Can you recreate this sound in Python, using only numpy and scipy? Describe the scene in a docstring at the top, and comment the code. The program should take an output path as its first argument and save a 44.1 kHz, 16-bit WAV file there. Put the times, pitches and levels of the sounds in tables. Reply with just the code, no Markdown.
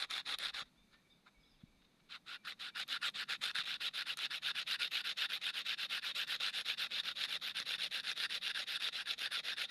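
"""A small glass disc is rubbed to and fro on coarse sandpaper on a wooden block, outdoors, near a phone.
From the start, grit clicks on the glass by the thousand and rings the resonances of disc, paper and block;
shaped noise makes the insect, light wind, low rumble and hum of the yard underneath.
After five strokes the hand rests: light touches of the disc are heard, a finger bump as a short low pulse,
and far birds as gliding or trilled sine tones. Then quick, even rubbing returns and lasts nearly to the end."""
import sys
import numpy as np
from scipy import signal
from scipy.fft import rfft, irfft
from scipy.io import wavfile
from scipy.ndimage import uniform_filter1d

SR = 44100
rng = np.random.default_rng(int(sys.argv[2]) if len(sys.argv) > 2 else 0)


def elevation(decibels):
    """Turn decibel levels (scalar or array-like) into linear amplitude ratios."""
    levels = np.asarray(decibels, float)
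    return 10 ** (levels / 20)


def pcm_store(signal):
    """Save signal as 16-bit PCM."""
    levels = np.round(np.clip(np.atleast_2d(signal), -1, 1) * 32767)
    wavfile.write(sys.argv[1], SR, levels.astype(np.int16).T)


N = 427769
T = np.arange(N) / SR  # time in s


def evened(x):
    """Power normalisation: scales to rms 1."""
    return x / np.sqrt(np.mean(x ** 2) + 1e-20)


def ring(x, hz, width):
    """Resonance: a two-pole band-pass of peak gain 1, applied twice for steep skirts."""
    r = np.exp(-np.pi * width / SR)
    poles = [1, -2 * r * np.cos(2 * np.pi * hz / SR), r * r]
    zeros = (1 - r * r) / 2 * np.array([1, 0, -1])
    once = signal.lfilter(zeros, poles, x)
    return signal.lfilter(zeros, poles, once)


def drift(seconds):
    """Random modulation: smoothed noise of rms about 1 that wanders over the given time."""
    step = max(round(seconds * SR / 8), 1)
    rough = rng.standard_normal(N // step + 2)
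    smooth = evened(uniform_filter1d(uniform_filter1d(rough, size=8), size=8))
    return np.interp(T, np.arange(len(rough)) * step / SR, smooth)


def coloured(points):
    """Spectral shaping: white noise weighted by (hz, relative db) points, then set to rms 1."""
    hz, db = np.transpose(points)
    f = np.fft.rfftfreq(N, 1 / SR)
    gain = elevation(np.interp(np.log(f + 1), np.log(hz + 1), db))
    return evened(irfft(rfft(rng.standard_normal(N)) * gain, N))


def nearby(x, level_db=-21, t60=0.07):
    """Diffuse reflection: scatter off ground and hedge as an exponentially decaying noise tail."""
    t = np.arange(round(.4 * SR)) / SR
    tail = ring(rng.standard_normal(len(t)), 2200, 11500) * elevation(-60 * t / t60) * (t > .003)
    return x + elevation(level_db) * signal.oaconvolve(x, tail / np.linalg.norm(tail))[:N]


# Strokes of the hand in two bouts; each bout begins with a pull, then push and pull alternate.
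# start_s, length_s, pressure_db, lean_db (rise of pressure through the stroke),
# thumb_db (scales the lift of the low modes)
STROKE_TABLE = [(0.0, 0.055, -36, 3, 0.5), (0.097, 0.12, -36.5, -3, 0.0), (0.258, 0.096, -36.5, 1.5, 1.5),
                (0.387, 0.12, -37.5, 0.5, 1.5), (0.536, 0.095, -40.5, -1, 2), (2.091, 0.087, -44.5, 1.5, 2),
                (2.262, 0.11, -43.5, 0, 3), (2.448, 0.089, -41.5, -3, 3), (2.594, 0.11, -43, -7.5, 2),
                (2.75, 0.087, -37, 6.5, 2.0), (2.883, 0.095, -36.5, -3, 2), (3.013, 0.081, -34.5, 5.5, 3),
                (3.14, 0.1, -39.0, 4.5, 2.5), (3.286, 0.079, -36.5, -3.5, 2.5),
                (3.412, 0.1, -35.5, -4, 2.5), (3.546, 0.1, -37.5, -5, 2.5), (3.647, 0.12, -38.5, -0.5, 0.5),
                (3.803, 0.088, -35.5, 3, 0.5), (3.934, 0.097, -37.5, -1, 1.5),
                (4.06, 0.084, -37, -0.5, 1.5), (4.171, 0.098, -36.5, 4, -1), (4.303, 0.083, -38, -0.5, 1),
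                (4.419, 0.099, -38, 4, 1.5), (4.548, 0.084, -38, 3.5, 1), (4.668, 0.095, -37, -1, 0.5),
                (4.791, 0.092, -37.5, -3, 2), (4.91, 0.11, -37, -1.5, -0.5), (5.04, 0.09, -36.5, 3.5, 0.5),
                (5.167, 0.1, -36.5, -2, 1), (5.29, 0.091, -38, 2.5, 0), (5.411, 0.098, -37.5, 2.5, 0),
                (5.535, 0.089, -38, 6, 0.5), (5.648, 0.1, -38.0, 2.5, 0), (5.775, 0.091, -38, 4, -1.0),
                (5.894, 0.1, -37, 2, 0.0), (6.019, 0.1, -38, 3.5, 0), (6.15, 0.1, -37, -5.5, -0.5),
                (6.271, 0.098, -37, 6, 1), (6.398, 0.11, -36, -2, 0), (6.527, 0.096, -37.5, 3.5, 0),
                (6.649, 0.1, -37.5, -1.5, -1), (6.774, 0.099, -37, -1.5, 0.5),
                (6.903, 0.11, -38.5, 0.5, -1), (7.032, 0.096, -39.5, 3, 1.5), (7.154, 0.11, -37, 4.5, -1.0),
                (7.278, 0.099, -37.5, 0, -0.5), (7.412, 0.11, -40, -2, 0), (7.547, 0.087, -38.5, 0, 0.5),
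                (7.654, 0.11, -39, 2, 0), (7.781, 0.098, -37.5, 2.5, -1), (7.909, 0.1, -38.5, 1, 0),
                (8.034, 0.096, -38.5, 8, 0), (8.156, 0.11, -39, 5, 1.5), (8.293, 0.093, -39, 4, -0.5),
                (8.412, 0.106, -38.5, 5.5, -0.5), (8.543, 0.099, -39, 0.5, 0.5),
                (8.666, 0.11, -39.5, 3.5, 1), (8.797, 0.099, -38.5, 3, 1), (8.922, 0.11, -41, 0.5, 1.5),
                (9.057, 0.091, -39.5, -1.5, 0), (9.177, 0.1, -39.5, 6, 0), (9.307, 0.1, -39, 2.5, 1.5),
                (9.434, 0.11, -39, 1.5, 0), (9.565, 0.096, -39.5, 0.5, 0.5)]


def strokes():
    """Sliding friction: pressure as a gain, thumb and push in dB, place on the paper and share done (0-1)."""
    pause_s = .5  # a longer time between starts begins a new bout
    edge_db, edge_s = 7, 0.018  # the disc is slow at both ends: the rasp is down so far, fills in so fast
    catch_db, catch_s = 7.5, 0.0027  # the rim breaks loose, and stops, within a moment
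    stick_db_per_s = 2598  # outside the stroke the glass sticks
    creep_db, creep_db_per_s, ragged_db = -31.5, 482, 5  # a faint, ragged creep is left
    push_grip_db, uneven_db = 0.35, 0.64  # pushes ring more in the middle; pressure wavers
    press, thumb_db, push_db, done = np.zeros((4, N))
    ragged = ragged_db * drift(0.0041)
    place, pull, last = np.full(N, .5), True, 0
    for start, length, db, lean_db, thumb in STROKE_TABLE:
        pull = start - last > pause_s or pull
        on = slice(max(round((start - .03) * SR), 0), round((start + length + .04) * SR))
        share = np.clip((T[on] - start) / length, 0, 1)
        from_start = T[on] - start if start else np.inf  # a stroke at 0 is already under way
        inside = np.minimum(from_start, start + length - T[on])  # s from the nearer end
        within, outside = np.maximum(inside, 0), np.maximum(-inside, 0)
        loss_db = edge_db * np.exp(-within / edge_s) + catch_db * np.exp(-within / catch_s)
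        slide = elevation(-(loss_db + stick_db_per_s * outside))
        creep = elevation(creep_db - creep_db_per_s * outside + ragged[on])
        press[on] += elevation(db + lean_db * (share - .5)) * (slide + creep)
        thumb_db[on], done[on] = thumb, share
        push_db[on] = 0 if pull else push_grip_db
        place[on] = .5 - .5 * np.cos(np.pi * (share if pull else 1 - share))
        pull, last = not pull, start
    return press * elevation(uneven_db * drift(.02)), thumb_db, push_db, place, done


# The slowly changing hold.
# time_s, tilt_db (up lifts most modes from 2.7 kHz and thins those near 1 kHz),
# grip_db (lift of the middle modes),
# sweep_db (loss of the low modes from one end of the paper to the other); each mode scales these
HOLD_TABLE = [(0, -8, -1.5, 2.5), (.7, -4.5, -2, 2), (1.3, -16, -4, 0.1), (2, -11.5, 1.5, -0.5),
              (2.8, -6.5, 1.2, 8), (3.6, -6.5, 1.1, 4), (4.5, -4, 1.67, 7), (5.5, -3.5, 1.5, 6),
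              (6.5, -3, 1, 0.5), (7.5, -2, 0, 3.5), (8.3, -1, 0.35, 7), (9, 0, 0, 4.5), (9.7, 0, -1.2, 4.5)]


def hand():
    """Contact mechanics: pressure gain, the hold's thumb, grip and tilt in dB, place and share done (0-1)."""
    grip_top, grip_bend_db = .42, 7  # middle modes ring most at this place (0-1), drop away from it
    press, thumb_db, push_db, place, done = strokes()
    nudges(press, thumb_db)
    lift_offs(press)
    s, *columns = np.transpose(HOLD_TABLE)
    tilt_db, grip_db, sweep_db = (np.interp(T, s, column) for column in columns)
    thumb_db = thumb_db - sweep_db * (place - .5)
    grip_db = grip_db + push_db - grip_bend_db * (place - grip_top) ** 2
    return press, thumb_db, grip_db, tilt_db, place, done


def palm(x, place, echo_db=-12, near_ms=1.103, travel_ms=0.474):
    """Comb filtering: an echo off the lower hand; its delay follows the disc, so bands sweep."""
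    delay_s = (near_ms + travel_ms * place) / 1000
    return x + elevation(echo_db) * np.interp(T - delay_s, T, x)


# Modes of disc, paper and block.
# pitch_hz, width_hz (each of two resonance passes), level_db (relative),
# thumb_share, grip_share, tilt_share (factors on the dB of the hold)
MODES = [(250, 310, -23, 0.5, -1.2, 0.18), (437, 210, -21.5, 1.2, -0.5, 0.34),
         (523, 267, -16.5, 0.07, -1.2, 0.86), (792, 120, -18.5, 0, -1.5, -0.12),
         (1180, 410, -18.5, 0.1, -1.5, -0.9), (1404, 200, -7.5, 2.5, 0.3, 0.047),
         (1648, 660, -3, 1.08, 0.16, 0.66), (2220, 740, -10.5, -0.4, -1.2, -0.1),
         (2700, 930, 0, 0.3, 2.35, 0.9), (3060, 440, -6, 0.07, 4, 1), (3600, 623, 3.5, 0, -0.13, 0.61),
         (3998, 624, -2, 0.23, 0.1, 0.35), (4744, 600, -7, 1.06, 0.35, 1),
         (5386, 550, -11.5, 0.24, -0.4, 1), (6610, 800, -22.5, -0.5, -1.2, 0.16),
         (7700, 1800, -29, 0.45, -0.3, -0.27), (8800, 260, -26, 0, 1.7, 0.11),
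         (9570, 1560, -19.5, 1.13, -0.9, 1), (10930, 1300, -21, -0.1, 0.2, 1),
         (12050, 1300, -21.5, 0, 2.5, 1)]
# Large grains that snap under the rim.
# start_s, level_db (of the snap, before snap_gain_db), treble_db (against the level)
SNAP_TABLE = [(0.109, -21, -18), (0.307, -35, -28), (0.3858, -25.5, -9), (0.4499, -21, -37),
              (2.8138, -27, -27), (2.8787, -35, -6), (3.098, -37, -8), (3.4375, -15.5, -30),
              (3.512, -27, -19), (3.5846, -24, -27), (3.7408, -23, -28), (4.1715, -29, 0),
              (4.1893, -19.5, -34), (4.2157, -28, -30), (4.495, -32, -32), (4.7127, -20, -30),
              (4.9576, -27, -30), (5.1862, -20.5, -32), (6.2125, -25, -30), (6.463, -22, -31),
              (6.597, -33, -30), (6.6987, -21, -28), (7.0346, -32, -24), (7.6004, -20, -32),
              (7.8335, -18.5, -31), (7.974, -35, -30), (8.032, -33, -17), (8.115, -19, -31),
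              (8.1766, -22, -27), (8.245, -26, -29), (8.349, -21.5, -36), (8.561, -31.5, -26),
              (8.8859, -19, -29), (9.192, -30, -11)]


def rasp(grains_per_s=14000, spread_db=3.0, clump_db=1.58, patch_db=1.75, dulling=0.39, clogging_db=3,
         shimmer_db=2.0, usual_treble_db=-22, snap_gain_db=-9.5):
    """Modal excitation: each grain is a click that meets every mode with a random sign."""
    press, thumb_db, grip_db, tilt_db, place, done = hand()
    hits = rng.random(N) < grains_per_s / SR
    size = elevation(spread_db * np.minimum(rng.exponential(1, N), 5.5)) * hits
    grit = press * evened(size * elevation(clump_db * drift(.0015)))  # grains come in clumps of a few ms
    lightness_db = np.clip(-40 - 20 * np.log10(press + 1e-6), -5, 20)
    # light contact is duller; dust gathers under the rim through each stroke
    dull_db = dulling * lightness_db + clogging_db * done
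    # a snap is a noise burst of a few ms; snap_gain_db is the overall level of the snaps
    u = np.arange(300) / 24
    burst = u * np.exp(1 - u) * rng.standard_normal((len(SNAP_TABLE), 300))
    out, unit = np.zeros(N), 0
    for hz, width, db, thumb, grip, tilt in MODES:
        top = np.clip((hz - 4500) / 2000, 0, 1)  # 0 for low modes, 1 for the treble
        mode_db = thumb * thumb_db + grip * grip_db + tilt * tilt_db + patch_db * drift(.015)
        # the short top modes come and go as the rim rocks
        treble_change_db = top * (shimmer_db * drift(0.065) - dull_db)
        drive = grit * np.sign(rng.random(N) - .5) * elevation(mode_db + treble_change_db)
        for (at, level_db, treble_db), crack in zip(SNAP_TABLE, burst):
            snap_db = level_db + top * (treble_db - usual_treble_db) + snap_gain_db
            drive[round(at * SR):][:len(crack)] += elevation(snap_db) * crack
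        out += elevation(db) * ring(drive, hz, width)
        unit += elevation(2 * db) * width * np.pi / 2 / SR  # power that this mode passes of white drive
    return palm(out / np.sqrt(unit), place)


def insect():
    """Narrow-band noise: a resonance on white noise gives a wavering buzz."""
    pitch_hz, width_hz, level_db = 6300, 310, -94.5
    buzz = evened(ring(rng.standard_normal(N), pitch_hz, width_hz))
    return elevation(level_db + 1.3 * drift(0.065)) * buzz


# Wind strength. time_s, level_db
WIND_TABLE = [(0, -79), (.16, -84), (.45, -74), (.83, -76), (1.11, -86), (1.67, -74), (2.27, -87),
              (3.2, -89), (3.67, -83), (3.86, -87), (5.11, -91), (6.89, -89), (7.08, -81), (7.38, -87),
              (8.43, -90), (9.7, -87)]


def wind():
    """Turbulence: lumpy pressure on the microphone port, as noise mostly under 80 Hz."""
    db = np.interp(T, *np.transpose(WIND_TABLE)) + 3.5 * drift(0.031)
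    return elevation(db) * coloured([(10, -10), (25, 0), (45, -1), (60, -6), (80, -24), (300, -50)])


# Strength of the rumble. time_s, level_db
RUMBLE_TABLE = [(0, -74), (1.8, -76.5), (3.3, -71.5), (5.3, -75), (7, -71.5), (9.7, -75)]


def rumble():
    """Low-frequency transmission: lumpy noise of far traffic and of the hands through the phone."""
    db = np.interp(T, *np.transpose(RUMBLE_TABLE)) + 0.61 * drift(0.026)
    spectrum = [(40, -33), (75, -12.5), (110, -5.0), (160, 2), (220, 1.0), (280, -4), (500, -27.5)]
    return elevation(db) * coloured(spectrum)


# Spectrum of the yard's hum. pitch_hz, level_db (relative density per Hz)
YARD_SPECTRUM = [(150, -50), (250, 1.5), (920, -4.5), (1260, -5.5), (2100, -7.5), (2280, -3.5), (3170, -11),
                 (3680, -2.5), (5740, -18.5), (6230, -24), (7850, -40), (12000, -33), (12900, -27),
                 (16700, -57), (22000, -120)]


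def yard(level_db=-76.5):
    """Ambient noise floor: steady shaped noise with a slight waver in level."""
    return elevation(level_db + 0.24 * drift(0.032)) * coloured(YARD_SPECTRUM)


# A finger bumps the phone. start_s, level_db (peak), pitch_hz
THUMP_TABLE = [(0.619, -55, 170), (1.635, -45, 172), (3.589, -54, 171), (7.599, -54, 178),
               (7.779, -57, 172)]


def thumps():
    """Damped impulse response: about one and a half slow cycles under a bell-shaped envelope."""
    out = np.zeros(N)
    for s, db, hz in THUMP_TABLE:
        u = (T - s - .004) * hz  # cycles from the middle of the bump
        out -= elevation(db) * np.cos(2 * np.pi * u) * np.exp(-(u / 0.56) ** 2)
    return out


# Light touches of the disc: small shifts in the rest, and one more at the very end.
# top_s, rise_s, fall_s, pressure_db, thumb_db (scales the lift of the low modes)
NUDGE_TABLE = [(.66, 0.029, .05, -69, 3.5), (.945, .05, 0.025, -62, 2), (.98, 0.021, 0.087, -77, 2),
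               (1.271, 0.021, 0.027, -58, 3), (1.612, .012, .018, -69, 3.5), (1.822, .012, .012, -63, 1),
               (1.847, .012, 0.011, -63, 0), (2.003, 0.016, 0.012, -68, 2.5), (9.7, 0.024, .01, -49, 4)]


def nudges(press, thumb_db, edge_db=20):
    """Brief friction: adds bell-shaped pressure in place, edge_db down at the ends of rise and fall."""
    for top, rise, fall, db, thumb in NUDGE_TABLE:
        on = slice(round((top - 2 * rise) * SR), round((top + 2 * fall) * SR))
        away = np.maximum((top - T[on]) / rise, (T[on] - top) / fall)
        press[on] += elevation(db - edge_db * away ** 2)
        thumb_db[on] = thumb


# A far caller repeats a trilled note near 2.3 kHz, with one short lower note at 1.8 kHz. start_s, length_s,
# pitch_hz, level_db (before trill and fade)
CALLER_TABLE = [(.745, 0.38, 2330, -81.5), (1.037, .16, 2290, -82), (1.337, 0.15, 2260, -79),
                (1.654, .15, 2300, -83), (1.989, 0.17, 2260, -84), (2.33, 0.16, 2350, -76),
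                (2.665, 0.14, 2360, -76), (.93, 0.08, 1800, -76)]


def caller(trills_per_s=18, fade_db_per_s=35):
    """Amplitude and phase modulation: a fuzzy, trilled whistle that fades through each repeat."""
    out, waver = np.zeros(N), 1.35 * drift(0.0097)
    for s, length, hz, db in CALLER_TABLE:
        t = np.arange(round(length * SR)) / SR
        on = slice(round(s * SR), round(s * SR) + len(t))
        trill = 0.85 + 0.24 * np.cos(2 * np.pi * trills_per_s * (t - .025))
        shape = elevation(db - fade_db_per_s * t) * trill * signal.windows.tukey(len(t), .25)
        out[on] += 2 * shape * np.sin(2 * np.pi * hz * t + waver[on])
    return out


# Glides of the birds, one table a note.
# time_s, pitch_hz, level_db, upper_db (of the second partial); levels before the waver
BIRD_NOTES = [
    [(.755, 3200, -91, -97), (.78, 3580, -74, -88), (.82, 3600, -86, -100), (.88, 3600, -93, -99)],
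    [(1.095, 3480, -78, -90), (1.115, 3750, -67, -82), (1.14, 3450, -79, -88), (1.15, 3650, -90, -99),
     (1.19, 3650, -90, -99)],
    [(1.395, 5100, -86, -120), (1.41, 5150, -84, -120), (1.44, 4750, -88, -120), (1.47, 5330, -83, -120),
     (1.5, 5280, -81, -120), (1.53, 4600, -72, -120)],
    [(1.425, 4160, -84, -120), (1.44, 3300, -72, -120), (1.46, 4020, -76, -120), (1.5, 3600, -84, -120),
     (1.54, 3540, -78, -120), (1.56, 2900, -84, -120), (1.585, 2450, -83, -120)],
    [(1.595, 3930, -73, -120), (1.615, 3240, -80, -120), (1.63, 3300, -90, -120)],
    [(1.78, 3700, -86, -120), (1.83, 3690, -82, -120), (1.9, 3750, -87, -120)],
]


def birds():
    """Frequency modulation: gliding whistles, the first two with a fainter second partial, a little rough."""
    partial = 4 / 3  # second partial over the first
    out, blur = np.zeros(N), .5 * drift(.004)  # moving air scatters the phase
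    for rows in BIRD_NOTES:
        s, hz, db, upper_db = np.transpose(rows)
        on = slice(round(s[0] * SR), round(s[-1] * SR))
        glide_hz = uniform_filter1d(np.interp(T[on], s, hz), 300)
        turn = 2 * np.pi * np.cumsum(glide_hz) / SR + blur[on]
        lower = elevation(np.interp(T[on], s, db)) * np.sin(turn)
        upper = elevation(np.interp(T[on], s, upper_db)) * np.sin(partial * turn)
        out[on] += (lower + upper) * signal.windows.tukey(len(turn), .15)
    return out * elevation(2.2 * drift(.008)) * np.sqrt(2)  # a sine's peak is sqrt(2) times its rms


# The disc lifts off for a moment. middle_s, half_length_s, level_db (change at the middle)
SKIP_TABLE = [(3.631, 0.0034, -20), (3.65, 0.0022, -25)]


def lift_offs(press):
    """Loss of contact: dips the pressure gain in place for a few ms."""
    for s, half, db in SKIP_TABLE:
        press *= elevation(db * np.exp(-((T - s) / half) ** 4))


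def scene():
    """Superposition: all sources add at the microphone."""
    far = nearby(birds() + caller(), level_db=-7.0, t60=0.35)
    return (nearby(rasp()) + far + insect() + wind() + rumble() + thumps() + yard())[None]


def roll_off(x):
    """The treble ends steeply here."""
    return signal.sosfilt(signal.butter(12, 13020, fs=SR, output="sos"), x)


def record(dry):
    """Band limiting: a linear-phase low-pass removes the highest treble."""
    edge_hz = 12760
    low_pass = signal.firwin(511, edge_hz, window=("kaiser", 9), fs=SR)
    mix = signal.oaconvolve(dry, low_pass[None], "same")
    return roll_off(mix)


dry = scene()
out = record(dry)
pcm_store(out)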